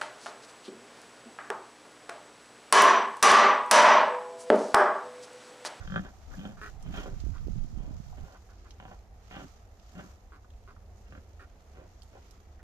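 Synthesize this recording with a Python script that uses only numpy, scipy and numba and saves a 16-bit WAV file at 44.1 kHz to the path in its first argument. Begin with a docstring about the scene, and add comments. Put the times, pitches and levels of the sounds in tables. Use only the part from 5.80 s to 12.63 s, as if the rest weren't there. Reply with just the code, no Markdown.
"""Grassy outdoor pen, sow close to a hand-held phone with two microphone ports.
She lies nursing and grunts in a slow rhythm: slapping vocal folds ring chest, throat, snout and nostrils.
Her piglets croak with fast small slaps, smack their lips and shuffle in grass that rustles and snaps.
A low far-off rumble of shaped noise lies under it all; low noise fills in early grunt bass, then a gust
pushes both ports in lumps, and its sharpest buffets are lopsided bumps on the right port."""
import sys
import numpy as np
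from scipy import signal
from scipy.fft import rfft, irfft
from scipy.io import wavfile
from scipy.ndimage import uniform_filter1d
from numba import njit

SR = 44100
rng = np.random.default_rng(int(sys.argv[2]) if len(sys.argv) > 2 else 0)


def materialize(psi):
    """Save the field psi as 16-bit PCM at rate SR to the path in sys.argv[1].

    A 1-D psi becomes a single channel; in a 2-D psi each row is a channel.
    """
    bounded = np.clip(np.atleast_2d(psi).T, -1, 1)
    quanta = np.round(bounded * 32767).astype(np.int16)
    wavfile.write(sys.argv[1], SR, quanta)


def amplitude_ratio(level_db):
    """Convert a level in decibels to the matching linear amplitude (field) ratio."""
    exponent = np.asarray(level_db, float) / 20
    return 10 ** exponent


N = 301191
T = np.arange(N) / SR
PIGLET_LAG = 4  # samples by which the left port hears the piglets later


def unit(x):
    """Scale to rms 1."""
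    return x / np.sqrt(np.mean(x ** 2) + 1e-30)


@njit
def svf(x, hz, width):
    """State-variable band-pass with a moving centre, gain 1 at the centre."""
    y, band, low = np.empty(len(x)), 0., 0.
    for i in range(len(x)):
        g, k = np.tan(np.pi * hz[i] / SR), width / hz[i]
        v = (band + g * (x[i] - low)) / (1 + g * (g + k))
        band, low, y[i] = 2 * v - band, low + 2 * g * v, k * v
    return y


def resonate(x, modes, scale=1, blur=1):
    """Sum of resonances with alternating sign, as along a tube; rms 1."""
    ones = np.ones(len(x))
    total = np.zeros(len(x))
    for k, (hz, width, db) in enumerate(modes):
        total += (-1) ** k * amplitude_ratio(db) * svf(x, hz * scale * ones, 1. * width * blur)
    return unit(total)


def walk(rate):
    """Random levels held 1 / rate s and slewed twice; spread near 1."""
    k = int(SR / rate)
    steps = np.repeat(rng.standard_normal(N // k + 1), k)
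    return 1.23 * uniform_filter1d(uniform_filter1d(steps, k), k)[:N]


def coloured(points, flicker_db, rate):
    """Noise of a given spectrum whose octaves flicker each alone; rms 1."""
    hz = np.fft.rfftfreq(N, 1 / SR) + 1
    f, db = np.transpose(points)
    spec = rfft(rng.standard_normal(N)) * amplitude_ratio(np.interp(np.log(hz), np.log(f), db, left=-90))
    octave = np.log2(hz / 20)
    total = np.zeros(N)
    for k in range(11):
        band = irfft(spec * np.clip(1 - abs(octave - k), 0, 1), N)
        total += band * amplitude_ratio(flicker_db * walk(rate))
    return unit(total)


def folds(rate_hz, rough, alternate_db, delay_s=0.0041):
    """Vocal folds: uneven slaps, every second one weaker, each followed by a puff of turbulent air."""
    n = len(rate_hz)
    rough = np.clip(rough, 0, 1)
    chance, noise = rng.standard_normal((100, 2)), rng.standard_normal(20000)[:n]
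    slaps, puff, i, k = np.zeros(n), np.zeros(n), int(delay_s * SR), 0
    while i < n:
        size = amplitude_ratio(alternate_db * (k % 2) + (2.0 + 0.61 * rough[i]) * chance[k, 0])
        slaps[i] = -size
        jitter = np.clip((0.016 + .2 * rough[i]) * chance[k, 1], -.5, .5)
        period = int(SR / rate_hz[i] * (1 + jitter))
        age = np.arange(min(period, n - i)) / period
        puff[i:i + period] = size * np.exp(-age / (.4 + rough[i]))
        i, k = i + period, k + 1
    return np.sqrt(1 - rough) * unit(slaps) + np.sqrt(rough) * unit((puff + rough) * noise)


def span(rows, fade=0.0024):
    """Sample range of a call, its columns at every sample, and a short fade (s) at both ends."""
    s, *columns = np.transpose(rows)
    i, j = int(s[0] * SR), min(int(s[-1] * SR), N)
    edge = np.clip(np.minimum(T[i:j] - s[0], s[-1] - T[i:j]) / fade, 0, 1)
    return slice(i, j), [np.interp(T[i:j], s, c) for c in columns], edge


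def place(x, pan_db, lag):
    """To both ports: a level difference (left minus right) and a later arrival on the left."""
    return np.array([np.roll(x * amplitude_ratio(pan_db / 2), lag), x * amplitude_ratio(-pan_db / 2)])


def clicks(events, ring, spread, lag):
    """A sudden break: a burst of noise around a centre, with more or less of a clear cavity ring."""
    out, t = np.zeros((2, N)), np.arange(int(.06 * SR)) / SR
    for (s, db, hz, t60, pan_db), noise in zip(events, rng.standard_normal((len(events), len(t)))):
        centre = hz + 0 * t
        hiss = svf(svf(noise, centre, spread * hz), centre, 1.3 * spread * hz)
        burst = ring * np.sin(2 * np.pi * hz * t) + 0.59 * unit(hiss)
        attack = np.minimum(t * hz / 1.5, 1)
        click = burst * np.exp(-np.log(1000) * t / t60) * attack
        i = int(s * SR)
        out[:, i:i + len(t)] += place(amplitude_ratio(db) * click, pan_db, lag)
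    return out


def sow():
    """Slow slaps ring belly, chest, throat and snout; air hisses through the nostrils."""
    # grunts, one curve each: t/s, effort as chest level/dB, mouth opening as level over the chest/dB
    grunts = [
        [(0.0, -65, 9), (0.02, -61, 8.5), (0.06, -49, -12)],
        [(0.062, -51, -13), (0.076, -46, -4.5), (0.086, -44, -12), (0.164, -35, -1), (0.19, -35.5, -5.5),
         (0.215, -43, -20)],
        [(0.215, -42, -18.5), (0.267, -57.5, 3.5), (0.31, -59.5, -5)],
        [(0.5, -61, -2), (0.544, -54.5, 2.5), (0.565, -55, -24)],
        [(0.565, -61, -28), (0.579, -40, -20.5), (0.641, -46, -12), (0.661, -41.5, -8.5), (0.685, -41.5, -17),
         (0.74, -54.5, -15)],
        [(1.04, -47, -19), (1.072, -47.5, -14), (1.094, -44.5, -29), (1.16, -54.5, 5.5), (1.178, -43.5, -3.5),
         (1.25, -53, -3)],
        [(1.25, -47, 3), (1.268, -51.5, -3.5), (1.298, -48.5, -13), (1.34, -60.5, -7), (1.356, -56, -21),
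         (1.38, -60, -15)],
        [(1.95, -50, -26), (1.958, -53, -36), (1.962, -51, -28), (1.996, -58.5, -14.5), (2.112, -49.5, -23.5),
         (2.17, -78, -4.5)],
        [(2.37, -52, -16), (2.378, -49.5, -8), (2.408, -65, -5), (2.556, -72, 6.5), (2.574, -95, 7),
         (2.6, -74, -3)],
        [(2.97, -63, -12), (2.984, -51, -9), (3.002, -59, 2), (3.016, -52.5, -4), (3.13, -63.5, -1.5),
         (3.17, -72, -8)],
        [(3.49, -60, -8), (3.51, -55.5, 1.5), (3.562, -49, -1.5), (3.606, -50.5, -3), (3.646, -51, -15),
         (3.7, -78, -10)],
        [(4.12, -61, -16), (4.178, -49, -9.5), (4.196, -46.5, -1), (4.22, -57, -3), (4.25, -53.5, -11),
         (4.33, -76, 0)],
        [(5.26, -47, 0), (5.314, -48, -12), (5.324, -58.5, 1), (5.344, -55, -12), (5.348, -56, 1.5),
         (5.4, -63, -11)],
        [(5.93, -68, -16), (5.948, -68, -1), (6.006, -62, -3), (6.058, -76, 1), (6.066, -85, 13),
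         (6.08, -95, 2)],
        [(6.31, -70, -3), (6.352, -77, 10.5), (6.38, -68.5, -0.5), (6.394, -71, -4), (6.412, -83, -4),
         (6.42, -88, 1)],
    ]
    # per grunt: first and last pulse rate f/Hz, mid-grunt chest f/Hz, throat f/Hz at 0 dB opening,
    # mid-grunt throat and breath level/dB beside the snout
    voices = [(50.7, 33, 123, 510, -6, -27), (37.57, 73, 190, 573, -9, -12.5),
              (81.6, 30, 210, 600, -1.5, -11), (69.7, 62, 192, 560, -5.5, -21),
              (94, 110, 210, 620, 2, -3.5), (81.2, 57, 217, 640, -0.5, -1), (99.7, 75, 200, 450, 10, -15),
              (59.9, 71, 166, 674, 12.5, 0.5), (60.6, 73, 212, 610, 5.5, -8.5),
              (38.55, 34, 206, 740, 5.5, -5), (55.13, 130, 230, 648, 1.5, -4),
              (50.48, 60, 216, 600, 0, -7.5), (35.1, 45, 210, 500, -3.5, -6), (50.4, 110, 167, 480, 9, -5),
              (37.3, 81, 150, 520, 10, -7)]
    # per grunt: first slap t/s, first and last roughness (0-1)
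    roughness = [(.004, .7, .7), (.0745, .05, .15), (.22, .6, .8), (.51, .7, .7), (.57, .3, .3),
                 (1.062, .6, .97), (1.258, .45, .7), (1.96, .8, .8), (2.38, .8, .8), (2.9995, .0, .95),
                 (3.5105, .5, .85), (4.152, .7, .65), (5.3225, .15, .5), (5.95, .7, .7), (6.33, .7, .7)]
    # snout resonances: f/Hz, width/Hz before blur, level/dB
    snout_modes = [(1168, 49, -4.5), (1350, 44, -1.5), (1538, 71, -0.5), (1715, 136, -5)]
    # nostril resonances: f/Hz before the sag, width/Hz before blur, level/dB
    nostril_modes = [(2540, 120, 7), (3190, 63, 13), (3730, 190, 1), (5200, 120, -18)]
    out = np.zeros((2, N))
    for rows, voice, (slap_s, first_rough, last_rough) in zip(grunts, voices, roughness):
        first_hz, last_hz, chest_hz, throat_hz, throat_db, breath_db = voice
        at, (db, open_db), edge = span(rows)
        n = len(db)
        ones, along = np.ones(n), np.linspace(-.5, .5, n)
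        rough = (first_rough + last_rough) / 2
        # as the sow settles the chest ring widens by 6 Hz/s; roughness widens every resonance but the belly
        chest_width = 44.5 + 107 * rough + 6 * slap_s
        blur = .7 + 2.4 * rough
        chest_hz = chest_hz * (1 + 0.13 * along)  # climbs through a grunt
        throat_hz = throat_hz + 6.5 * np.clip(open_db, -30, 10)  # rises as the mouth opens, Hz per dB
        rate_hz = np.linspace(first_hz, last_hz, n)
        source = folds(rate_hz, np.linspace(first_rough, last_rough, n), -2.5, max(slap_s - rows[0][0], 0))
        chest = unit(svf(svf(source, chest_hz, 1. * chest_width), chest_hz, 1. * chest_width))
        belly = unit(svf(svf(source, 110 * ones, 80.0), 110 * ones, 120.0))
        chest = chest - amplitude_ratio(-7 + slap_s) * belly  # the belly gains 1 dB/s as she settles
        throat = svf(source, throat_hz, 60. * blur)
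        throat = throat - amplitude_ratio(-6.5) * svf(source, 1.42 * throat_hz, 180.0 * blur)
        throat = throat - amplitude_ratio(-5.5) * svf(source, 0.687 * throat_hz, 32.0 * blur)
        throat = unit(svf(throat, throat_hz, 830.0))
        # the soft tissue keeps the valleys between the resonances dark
        snout = svf(resonate(source, snout_modes, blur=blur), 1450 * ones, 2600.0)
        # nostril resonances sink by a share of 0.03/s; rough breath smears them most
        breath = resonate(source, nostril_modes, 1 - 0.03 * slap_s, 1.5 + 3.5 * rough)
        breath = svf(breath, 3300 * ones, 3800.0)
        # through a grunt the throat fills and the breath runs out
        mouth = amplitude_ratio(throat_db + 5.5 * along) * throat + snout + amplitude_ratio(breath_db - 10 * along) * breath
        out[:, at] += place(edge * amplitude_ratio(db) * (chest + amplitude_ratio(open_db) * mouth), -1.8, 7)
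    return out


def rustle():
    """Bodies shuffle and dry stalks crackle all around, so the ports hear unrelated grains of noise."""
    # shuffling in the grass: t/s, level/dB
    shuffles = [(0, -61), (.08, -59), (.47, -66), (.55, -57.5), (.78, -66.5), (.86, -56.5), (.97, -66),
                (1.08, -63.5), (1.18, -51.5), (1.3, -60.5), (2.15, -66.5), (2.28, -62.5), (2.85, -68.5),
                (3.14, -67), (3.3, -73.5), (3.61, -58), (3.88, -71), (4.17, -62), (4.3, -61.5), (4.39, -70),
                (5.1, -73), (5.2, -68), (5.5, -69.5), (6.3, -68), (6.5, -64.5), (6.83, -73.5)]
    # grass spectrum: f/Hz, relative level per Hz/dB
    grass = [(530, -27), (900, -6.5), (1060, -11), (1210, -2.5), (1660, -11), (3430, -13.5), (4740, -12.5),
             (6710, -10), (9160, -28.5), (14200, -22)]
    db = np.interp(T, *np.transpose(shuffles))
    grains = [unit(amplitude_ratio(2.5 * walk(300))) * coloured(grass, 1.6, 12) for _ in range(2)]
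    return amplitude_ratio(db - 3 * np.array([[.5], [-.5]])) * grains  # 3 dB weaker on the left


def grunt_bass_and_gust():
    """Lumpy low noise, unrelated at the ports: early grunt bass, then eddies and single lopsided bumps."""
    # low-frequency level, early grunt bass and then the gust: t/s, level/dB, left minus right/dB
    lows = [(0, -45, 2), (.17, -39.5, 0), (.21, -46, 11), (.27, -49, 13), (.33, -65, 2), (.51, -50, 13),
            (.97, -47, -20), (1.07, -36.5, -6), (1.24, -41.5, 1), (1.35, -36, -12.5), (1.44, -41, -9),
            (1.5, -38, -15), (1.56, -42.5, -9.5), (1.7, -34, -14), (1.85, -41.5, -19), (2.16, -39, -13.5),
            (2.25, -50, -12), (2.43, -45, -17.5), (2.48, -54, 2), (2.6, -72, 0)]
    # spectrum of the lows: f/Hz, relative level per Hz/dB
    colour = [(12, -41), (20, -1.5), (45, -3.5), (85, -13.5), (160, -19.5), (260, -30), (450, -51),
              (900, -93)]
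    # sudden buffets on the right port: t/s, peak level/dB, time scale/ms
    buffets = [(1.437, -28.5, 1.47), (1.465, -28, 1.22), (1.488, -45, 0.98), (1.668, -26.5, 1.25),
               (1.682, -25.5, 0.88), (1.756, -33.5, 1.25), (1.844, -31, 1.5), (1.927, -35, 2),
               (1.972, -27.5, 1.9), (2.001, -29.5, 2.3), (2.033, -31, 1.9), (2.077, -31.5, 1.8),
               (2.107, -28, 1.83), (2.199, -28.5, 1.96)]
    s, db, pan_db = np.transpose(lows)
    db, pan_db = np.interp(T, s, db, right=-99), np.interp(T, s, pan_db)
    lumps = [unit(amplitude_ratio(1.8 * walk(15))) * coloured(colour, 5.9, 25.04) for _ in range(2)]
    out = amplitude_ratio(db + np.array([pan_db, -pan_db]) / 2) * lumps
    for s, peak_db, ms in buffets:
        at = slice(int(s * SR), int(s * SR) + 2000)
        u = (T[at] - s) / (ms / 1000) - 2
        u = u - np.exp(-(u + 2) * 1.5) * 2  # the front steepens but starts from rest
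        out[1, at] += amplitude_ratio(peak_db) * (1 - u ** 2) * np.exp(-u ** 2 / 2)
    return out


def yard():
    """Far rumble and air: the bass is nearly the same at both ports, the treble unrelated."""
    # steady background: f/Hz, relative level per Hz/dB
    background = [(13, -13), (22, -6), (70, 1.5), (109, -8.5), (124, -25), (192, -18), (304, -25),
                  (348, -22), (482, -23), (723, -27.5), (1350, -39), (1460, -41), (1920, -39.5),
                  (6300, -60), (14200, -56)]
    # slow uneven drift of the low rumble's level: t/s, gain/dB
    drift = [(0, -2), (2.5, 0), (3.1, 1.5), (3.7, 0.5), (4.4, -0.5), (5.0, 2), (5.6, -0.5), (6.2, 0),
             (6.83, 1)]
    # a faint band of hiss: f/Hz, width/Hz, level/dB before its slow flicker
    hiss_band = (717, 110, -68.5)
    mid, side = coloured(background, 1.5, 6), coloured(background, 1.5, 6)
    hz = np.fft.rfftfreq(N, 1 / SR)
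    side = irfft(rfft(side) * np.clip(0.13 + (hz / 1150) ** 1.5, 0, 1), N)
    rumble = irfft(rfft(mid) * (hz < 115), N)
    mid = mid + rumble * (amplitude_ratio(np.interp(T, *np.transpose(drift))) - 1)
    hiss_hz, hiss_width, hiss_db = hiss_band
    hiss_level = amplitude_ratio(hiss_db + 2.0 * walk(3.4))
    hiss = hiss_level * resonate(rng.standard_normal(N), [(hiss_hz, hiss_width, 0)])
    balance = amplitude_ratio(np.array([[-.7], [.7]]))
    return amplitude_ratio(-52) * balance * np.array([mid + side, mid - side]) + hiss


def lip_smacks():
    """Lips part suddenly: a short burst of noise with a strong ring of the mouth cavity."""
    # smacks: t/s, level/dB, cavity f/Hz, t60/s, left minus right/dB
    smacks = [(0.335, -55, 750, 0.032, 3), (1.06, -45, 620, 0.036, 0), (2.326, -48.5, 736, 0.09, 2),
              (4.645, -47.5, 1250, 0.025, -2), (4.964, -48, 1210, 0.023, -3.0)]
    return clicks(smacks, .8, .45, PIGLET_LAG)


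def piglets():
    """Fast small slaps ring a steep group of mouth resonances over a fainter low resonance."""
    # croaks: t/s, length/s, level/dB, mid-croak mouth f/Hz, mid-croak pulse rate f/Hz
    croaks = [(0.767, 0.069, -57, 1240, 217.4), (.811, 0.093, -43.5, 1320, 212),
              (1.532, 0.072, -56, 1110, 146.3), (2.54, 0.048, -59, 1096, 154),
              (2.686, 0.061, -61.5, 1200, 181.8), (2.846, 0.052, -60.5, 1190, 163),
              (4.517, 0.078, -57, 1164, 149.2), (4.872, 0.065, -56.5, 1130, 197),
              (5.591, 0.07, -53.5, 1320, 193.7), (6.789, 0.032, -63, 1370, 192.5)]
    # roughness per croak (0-1)
    roughness = [.2, .1, .7, .5, .4, .5, .1, .2, .3, .3]
    out = np.zeros((2, N))
    for (s, length, db, mouth_hz, rate_hz), rough in zip(croaks, roughness):
        at = slice(int(s * SR), min(int((s + length) * SR), N))
        t = T[at] - s
        attack_s = 0.0033 + 0.021 * rough ** 2  # rough croaks swell in more slowly
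        release = (1 - t / length) / 0.49  # over this share of the length
        shape = np.clip(np.minimum(t / attack_s, release), 0, 1) * amplitude_ratio(-2 * t / length)
        from_middle = t - length / 2
        mouth_hz = mouth_hz + 830 * from_middle  # rises, Hz/s
        source = folds(rate_hz - 100 * from_middle, rough + 0 * t, -3.5)  # pulse rate sags, Hz/s
        mouth = svf(source, mouth_hz, 230.0)
        mouth = mouth - amplitude_ratio(-3.5) * svf(source, 1.436 * mouth_hz, 140.0)
        mouth = mouth + amplitude_ratio(-11.0) * svf(source, 1.71 * mouth_hz, 166.0)
        mouth = unit(svf(mouth, 1.15 * mouth_hz, 1100.))
        # low and upper resonances: (Hz, width Hz, dB)
        rest = resonate(source, [(363, 144, 6), (2240, 1200, -9), (4300, 1700, -11)])
        out[:, at] += place(shape * amplitude_ratio(db) * (mouth + amplitude_ratio(-7.5) * rest), -2.5, PIGLET_LAG)
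    return out


def stalk_snaps():
    """Stalks snap: very short bursts of broad noise with little ring."""
    # snaps: t/s, level/dB, centre f/Hz, t60/s, left minus right/dB
    snaps = [(1.0251, -50.5, 6160, 0.017, -18), (1.4018, -45.5, 4450, 0.016, -10),
             (1.5806, -50.5, 2400, 0.012, -10), (2.9076, -35, 3300, 0.006, -3),
             (3.9974, -51, 3620, 0.011, -6), (4.7032, -51, 2820, 0.015, -2),
             (4.7364, -56, 2640, 0.014, -2.5), (5.1956, -63, 4680, 0.012, 1),
             (6.2203, -45, 4540, 0.0075, -11), (6.2324, -45.5, 6600, 0.0077, -7),
             (6.5096, -46.5, 6200, 0.01, -11.5)]
    return clicks(snaps, .3, 1.0, 3)


def scene():
    """Pigs and snaps with scattered early echoes off walls and ground, over grass, low lumps and yard."""
    snaps = stalk_snaps()
    smacks = lip_smacks()
    pigs = sow() + piglets() + smacks + snaps
    t = np.arange(int(.08 * SR)) / SR
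    decay = np.exp(-np.log(1000) * t / 0.053)  # t60 of 53 ms
    echoes = rng.standard_normal((2, len(t))) * decay * (t > .002)
    pen = amplitude_ratio(-23.5) * signal.fftconvolve(pigs, echoes, axes=1)[:, :N]
    return pigs + pen + rustle() + grunt_bass_and_gust() + yard()


def roll_off(x):
    """The treble ends steeply here."""
    return signal.sosfilt(signal.butter(12, 14520, fs=SR, output="sos"), x)


def record(dry):
    """The phone cuts the top steeply above 14150 Hz."""
    low_pass = signal.ellip(12, .2, 70, 14150, fs=SR, output="sos")
    cut = signal.sosfilt(low_pass, dry)
    return roll_off(cut)


dry = scene()
out = record(dry)
materialize(out)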